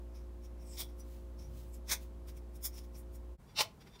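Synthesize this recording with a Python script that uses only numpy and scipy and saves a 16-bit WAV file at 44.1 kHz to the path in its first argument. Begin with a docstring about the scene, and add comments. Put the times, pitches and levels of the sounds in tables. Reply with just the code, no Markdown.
"""A slim steel blade pares the recess of an old wooden handle clamped in a vise, close by.
It scratches and three times breaks a chip loose, the first two after a louder rasp.
Snapping fibres and friction make the noise, and the steel rings or squeaks.
Behind it are a mains hum and the air of a small workshop. The level dips briefly and the hum is gone;
then a hard piece clacks against the handle and is nudged about."""
import sys
import numpy as np
from scipy import signal
from scipy.fft import rfft, irfft
from scipy.io import wavfile
from scipy.ndimage import uniform_filter1d

SR = 44100
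rng = np.random.default_rng(int(sys.argv[2]) if len(sys.argv) > 2 else 0)


def log_audio(samples):
    """Write samples as a 16-bit WAV file to the path given in sys.argv[1]."""
    # one column per channel
    frames = np.atleast_2d(samples).T
    # limit to full scale, then quantise
    limited = np.clip(frames, -1, 1)
    pcm = np.round(limited * 32767).astype(np.int16)
    wavfile.write(sys.argv[1], SR, pcm)


N = 176400
TIME = np.arange(N) / SR
FREQS = np.maximum(np.arange(N // 2 + 1) * SR / N, 1)


def from_db(db):
    """Turn decibels into a gain."""
    return 10 ** (np.asarray(db) / 20)

def rms_one(x):
    """Scale a sound to an average strength (rms) of 1."""
    return x / np.sqrt(np.mean(x ** 2) + 1e-20)

def drift(rate_hz):
    """A smooth random wobble, mostly slower than rate_hz."""
    return rms_one(irfft(rfft(rng.standard_normal(N)) / (1 + (FREQS / rate_hz) ** 2), N))

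def coloured(x, colour):
    """Filter x by a tone colour, a list of (f/Hz, level/dB) that falls away past its ends; rms 1."""
    hz, db = np.transpose(sorted(colour))
    ends = np.minimum(FREQS / hz[0], 1) ** 2 * np.minimum(hz[-1] / FREQS, 1) ** 2
    gain = from_db(np.interp(np.log(FREQS), np.log(hz), db))
    return rms_one(irfft(rfft(x) * ends * gain, N))

def fade(share):
    """A smooth ramp from silence at 0 to full level at 1."""
    return np.sin(np.pi / 2 * np.clip(share, 0, 1)) ** 2

def swell(t, db, rise, fall, rounding_s=0.0023):
    """The sound swells to a peak at time t and dies away, about 20 dB over the rise and fall time."""
    away = (np.hypot(TIME - t, rounding_s) - rounding_s) / np.where(TIME < t, rise, fall)
    return from_db(db - 20 * np.clip(away, 0, 10) ** 1.116)

def grain(cracks_per_s=9000, spread_db=1.5, friction_share=0.57, catch_db=1.15):
    """Tiny cracks of snapping fibres among smooth friction; the edge catches unevenly."""
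    sizes = from_db(spread_db * np.minimum(rng.exponential(1, N), 4)) * rng.choice([-1, 1], N)
    cracks = rms_one(sizes * (rng.random(N) < cracks_per_s / SR))
    friction = rng.standard_normal(N)
    mix = np.sqrt(1 - friction_share) * cracks + np.sqrt(friction_share) * friction
    return mix * from_db(catch_db * drift(rate_hz=210))

def crunch(loudness, colour):
    """A burst of cracks drives all frequencies evenly, and the struck body colours it."""
    burst = rfft(loudness * grain())
    power = uniform_filter1d(np.abs(burst) ** 2, size=1100)
    even_burst = irfft(burst / np.sqrt(np.abs(power) + 1e-20), N)
    return np.sqrt(np.mean(loudness ** 2)) * coloured(even_burst, colour)

def tone(hz, width_hz):
    """One ringing tone; the contact jostles its pitch over a small width."""
    jostled_hz = hz + width_hz / 2 * drift(width_hz)
    return np.sqrt(2) * np.sin(2 * np.pi * np.cumsum(jostled_hz) / SR)

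def ringing(tones):
    """All the tones of one body together; rms 1."""
    return rms_one(sum(from_db(db) * tone(hz, width) for hz, width, db in tones))


# tones of the hum: multiple of the mains frequency, level/dB
HUM_TONES = [(1, -47), (4, -67.5), (5, -69), (6, -63), (7, -77), (9, -67), (11, -76.5), (15, -82),
             (18, -81.5)]
def hum(mains_hz=59.15):
    """The mains hums; its overtones waver more than its lowest tone."""
    out = np.zeros(N)
    for multiple, db in HUM_TONES:
        waver_db = (0.2 if multiple == 1 else 1.0) * drift(rate_hz=1.9)
        phase = 2 * np.pi * (multiple * mains_hz * TIME + rng.random())
        out += from_db(db + waver_db) * np.sqrt(2) * np.sin(phase)
    return out

# colours of the air before and after the dip: f/Hz, level/dB
AIR_BEFORE = [(20, -23), (35, 1.5), (80, 5), (140, -1), (200, 0.5), (270, -6.5), (450, -9.5), (700, -13),
              (1100, -16.5), (1600, -23), (2500, -27.5), (5000, -32), (15500, -36)]
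AIR_AFTER = [(20, -24), (40, 4), (100, 3.5), (200, 0), (280, -10), (400, -7), (600, -17), (1000, -16),
             (1600, -24.5), (3000, -31.5), (15500, -37)]
def background(dip_s=3.374, fade_out_s=0.052, fade_in_s=0.041):
    """Hum and workshop air; after a brief dip only air is left."""
    early = hum() + from_db(-59) * coloured(rng.standard_normal(N), AIR_BEFORE)
    late = from_db(-57.5) * coloured(rng.standard_normal(N), AIR_AFTER)
    early *= fade(0.1 + (dip_s - TIME) / fade_out_s)
    late *= fade(0.1 + (TIME - dip_s) / fade_in_s)
    return early + late

def room_echo(x, decay_s=0.21, damping_hz=4000, level_db=-18.5):
    """The cluttered room scatters the sound into a short, dull tail."""
    pole = np.exp(-2 * np.pi * damping_hz / SR)
    tail = signal.lfilter([1], [1, -2 * pole, pole * pole], rng.standard_normal(SR // 2))
    tail *= from_db(-60 * TIME[:SR // 2] / decay_s)
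    return from_db(level_db) * signal.fftconvolve(x, tail / np.linalg.norm(tail))[:N]

# colour of the bump: f/Hz, level/dB
BUMP_COLOUR = [(30, -8), (60, 4), (90, 5.5), (140, -0.5), (300, -29), (1000, -51)]
def arm_bump():
    """The arm shifts with a soft, low bump."""
    return swell(t=1.52, db=-52.5, rise=0.25, fall=0.25) * coloured(rng.standard_normal(N), BUMP_COLOUR)

# soft rubs: t/s, level/dB, rise/s, fall/s
HAND_RUBS = [(1.13, -65.5, 0.17, 0.17), (1.60, -63, 0.16, .12), (2.03, -62, .07, 0.051)]
# their colour: f/Hz, level/dB
RUB_COLOUR = [(1200, -10), (2800, -1), (6000, -1.5), (12500, -4), (15500, 1)]
def hands():
    """Fingers and sleeve rub as the grip changes."""
    return sum(swell(*rub) for rub in HAND_RUBS) * coloured(grain(), RUB_COLOUR)

# light taps: t/s, wood level/dB, steel level/dB, rise/s, fall/s
LIGHT_TAPS = [(2.292, -63, -74, .023, 0.03), (3.50, -68.5, -70.5, 0.038, 0.06),
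              (3.817, -60.5, -65.5, 0.019, 0.028), (3.877, -62, -72, 0.025, 0.032),
              (3.96, -64, -66, 0.055, 0.028)]
# colour of the tapped wood: f/Hz, level/dB
WOOD_COLOUR = [(400, -10), (1000, 2.5), (1600, -5), (2250, 1), (2900, -5), (5400, -6), (6400, -14),
               (15500, -19)]
# tones of the tapped steel: f/Hz, width/Hz, level/dB
STEEL_TONES = [(3420, 200, -0.5), (4800, 220, -1), (5650, 160, -0.5), (7000, 150, -10)]
def taps():
    """Light taps sound the wood and set the steel ringing."""
    wood, steel = coloured(grain(), WOOD_COLOUR), ringing(STEEL_TONES)
    return sum(swell(t, 0, rise, fall) * (from_db(wood_db) * wood + from_db(steel_db) * steel)
               for t, wood_db, steel_db, rise, fall in LIGHT_TAPS)

# hits of the hard piece: t/s, ring level/dB, knock level/dB, rise/s, fall/s
CLACK_HITS = [(3.567, -51, -57, 0.012, 0.028), (3.591, -32.3, -38.5, 0.021, 0.025),
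              (3.610, -36, -28, 0.022, 0.026), (3.645, -72, -58.5, 0.036, 0.055),
              (3.998, -60, -66, 0.013, .04)]
# tones that ring on each hit: f/Hz, width/Hz, level/dB
CLACK_TONES = [(2140, 90, -11), (2330, 91, -8), (2750, 140, 1.5), (3020, 220, 2), (3670, 120, 3),
               (3960, 120, 3), (4170, 47, 1), (4390, 62, 1.5), (4580, 21, -1), (4760, 29, -4),
               (5070, 35, 0), (5240, 34, 0), (5440, 25, -.5), (5750, 119, -2)]
# colours of the dull knock and the bright skid: f/Hz, level/dB
KNOCK_COLOUR = [(130, -17), (330, -20.5), (480, -6), (600, -2.5), (783, -9.5), (885, 3), (963, -9),
                (1045, 1), (1130, -8.5), (1350, -8), (1560, -17.5), (2060, -6.5), (2720, -4), (3350, -8.5),
                (4260, -6), (5620, -4.5), (6570, -13), (9280, -13.5), (10300, -18.5), (15600, -20)]
SKID_COLOUR = [(9000, -15), (13000, -6), (15500, 3)]
def clack():
    """A hard piece chatters onto the handle, rings, knocks and skids as it settles."""
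    ring_loudness = sum(swell(t, db, rise, fall) for t, db, _, rise, fall in CLACK_HITS)
    knock_loudness = sum(swell(t, db, rise, fall) for t, _, db, rise, fall in CLACK_HITS)
    ring = ring_loudness * ringing(CLACK_TONES)
    knock = crunch(knock_loudness, KNOCK_COLOUR)
    skid = swell(t=3.622, db=-43, rise=0.022, fall=0.022) * coloured(grain(), SKID_COLOUR)
    return ring + knock + skid

# short rings: t/s, f/Hz, width/Hz, level/dB, rise/s, fall/s
STEEL_RINGS = [(0.83, 3400, 190, -64.5, 0.036, 0.08), (1.008, 5860, 15, -59.5, 0.016, 0.024),
               (1.004, 4880, 30, -72, .016, .025), (1.003, 10200, 35, -69, 0.014, 0.026),
               (1.398, 5400, 230, -68, .025, 0.028), (1.45, 5750, 200, -66.5, 0.018, .033),
               (3.66, 640, 60, -57, .025, 0.052), (3.6, 3450, 100, -68.5, .035, .06),
               (3.958, 3560, 260, -65, .055, .03)]
def steel_rings():
    """The blade or the vise rings briefly after a touch."""
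    return sum(swell(t, db, rise, fall) * tone(hz, width)
               for t, hz, width, db, rise, fall in STEEL_RINGS)

# squeaks: t/s, f/Hz, level/dB, rise/s, fall/s
EDGE_SQUEAKS = [(0.711, 7850, -59, .07, 0.098), (1.745, 7600, -61.5, 0.025, 0.02)]
def squeaks(roughness_hz=640, sink_hz_per_s=9000):
    """The edge squeaks on the wood grain with a rough, sinking pitch."""
    out = np.zeros(N)
    for t, hz, db, rise, fall in EDGE_SQUEAKS:
        pitch_hz = hz - sink_hz_per_s * np.clip(TIME - t, -rise, fall)
        phase = 2 * np.pi * np.cumsum(pitch_hz) / SR
        rough_tone = drift(roughness_hz) * np.sin(phase) + drift(roughness_hz) * np.cos(phase)
        out += swell(t, db, rise, fall) * rough_tone
    return out

# light scratches, and the louder rasps that lead into the first two chips:
# t/s, rasp level/dB, hiss level/dB, rise/s, fall/s
BLADE_SCRATCHES = [(0.156, -67, -69, 0.02, 0.089), (0.451, -66, -68.5, 0.031, 0.035),
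                   (0.625, -69.5, -72, 0.056, .05), (0.675, -72, -70, 0.03, 0.044),
                   (0.74, -61.5, -62.5, 0.057, 0.049), (0.782, -50, -66, 0.016, 0.02),
                   (0.895, -70.5, -74, .045, 0.064), (1.002, -67.5, -63, .03, 0.027),
                   (1.395, -65.5, -70, 0.016, 0.068), (1.425, -72.5, -72.5, 0.026, 0.093),
                   (1.69, -86, -71, 0.035, 0.069), (1.748, -67, -60.5, 0.023, 0.041),
                   (1.90, -41.5, -47, 0.018, .02), (2.29, -60.5, -57.5, 0.023, 0.037),
                   (2.375, -65.5, -63, 0.027, 0.027), (2.56, -69, -60.5, 0.023, 0.027),
                   (2.745, -65.5, -66, 0.042, 0.039), (2.784, -56, -57, .04, 0.036),
                   (2.843, -66, -68.5, 0.02, 0.033), (2.955, -64.5, -70, 0.023, 0.049),
                   (2.99, -76, -58.5, 0.047, 0.038), (3.154, -69, -60.5, 0.032, 0.028)]
# colours of the wood's rasp and the edge's hiss: f/Hz, level/dB
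RASP_COLOUR = [(900, -4), (1600, -13), (2320, -2), (2920, -10.5), (3470, -1.5), (4200, -11.5), (4800, -3),
               (5520, 5.5), (6150, -2.5), (7000, -9), (9000, -56)]
HISS_COLOUR = [(4000, -44), (6500, -6), (7000, -4.5), (8300, -3.5), (9400, 2), (10300, -7), (11400, 1.5),
               (13000, -2), (14200, -6), (15600, -0.5)]
def scratches(vary_db=2.5, band_hz=429):
    """The wood rasps and the edge hisses; each spot touched has a slightly different colour."""
    rasp, hiss = coloured(grain(), RASP_COLOUR), coloured(grain(), HISS_COLOUR)
    bands = np.arange(0, SR / 2, band_hz)
    out = np.zeros(N)
    for t, rasp_db, hiss_db, rise, fall in BLADE_SCRATCHES:
        touch = swell(t, 0, rise, fall) * (from_db(rasp_db) * rasp + from_db(hiss_db) * hiss)
        band_db = vary_db * rng.standard_normal(256)[:len(bands)]
        tint = rms_one(from_db(np.interp(FREQS, bands, band_db)))
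        out += irfft(rfft(touch) * tint, N)
    return out

# chips breaking loose: t/s, level/dB, rise/s, fall/s, colour as a list of (f/Hz, level/dB)
WOOD_CHIPS = [(0.807, -38.1, 0.037, 0.039, [(320, -25), (600, -11), (1150, -12), (1660, -21), (2300, -7),
              (2750, -18), (3420, .5), (4240, -9.5), (5600, -1.5), (6100, -11.5), (8080, -9), (9500, -3),
              (10900, -18), (12900, -6), (13900, -10), (14900, -1.5), (15600, -7.5)]),
              (1.924, -29, 0.03, 0.034, [(200, -16), (340, -14), (480, -15.5), (640, -8.5), (740, -14),
              (870, -7), (1130, -8), (1330, -11), (1650, -3.5), (1850, -7), (2100, -1), (2500, -5.5),
              (2900, -22), (3400, -2.5), (4700, -7), (5400, -0.3), (6450, -.3), (7600, -10.5), (9000, -4.5),
              (11400, -11.5), (15600, -7)]), (2.655, -33, 0.022, 0.029, [(500, -24), (1200, -15),
              (1650, -20.5), (2360, -12), (2770, -29), (3420, -5.5), (4240, -22), (4590, -12), (5330, 2.5),
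              (5990, -9.5), (6660, -2.5), (8350, -11), (9100, 1.5), (9790, -12), (11000, -1), (12400, -4),
              (15600, -1)])]
def chips():
    """Fibres give way under the blade in a swelling crunch; each chip has its own colour."""
    return sum(crunch(swell(t, db, rise, fall), colour) for t, db, rise, fall, colour in WOOD_CHIPS)


def scene():
    """The work at the vise, its echo and the background, in one channel."""
    work = chips() + scratches() + steel_rings() + squeaks() + hands() + clack() + taps()
    return (work + room_echo(work) + background() + arm_bump())[None]

def record(dry, cutoff_hz=15750):
    """The highest treble is cut off steeply."""
    return irfft(rfft(dry) / np.sqrt(1 + (FREQS / cutoff_hz) ** 900), N)


dry = scene()
out = record(dry)
log_audio(out)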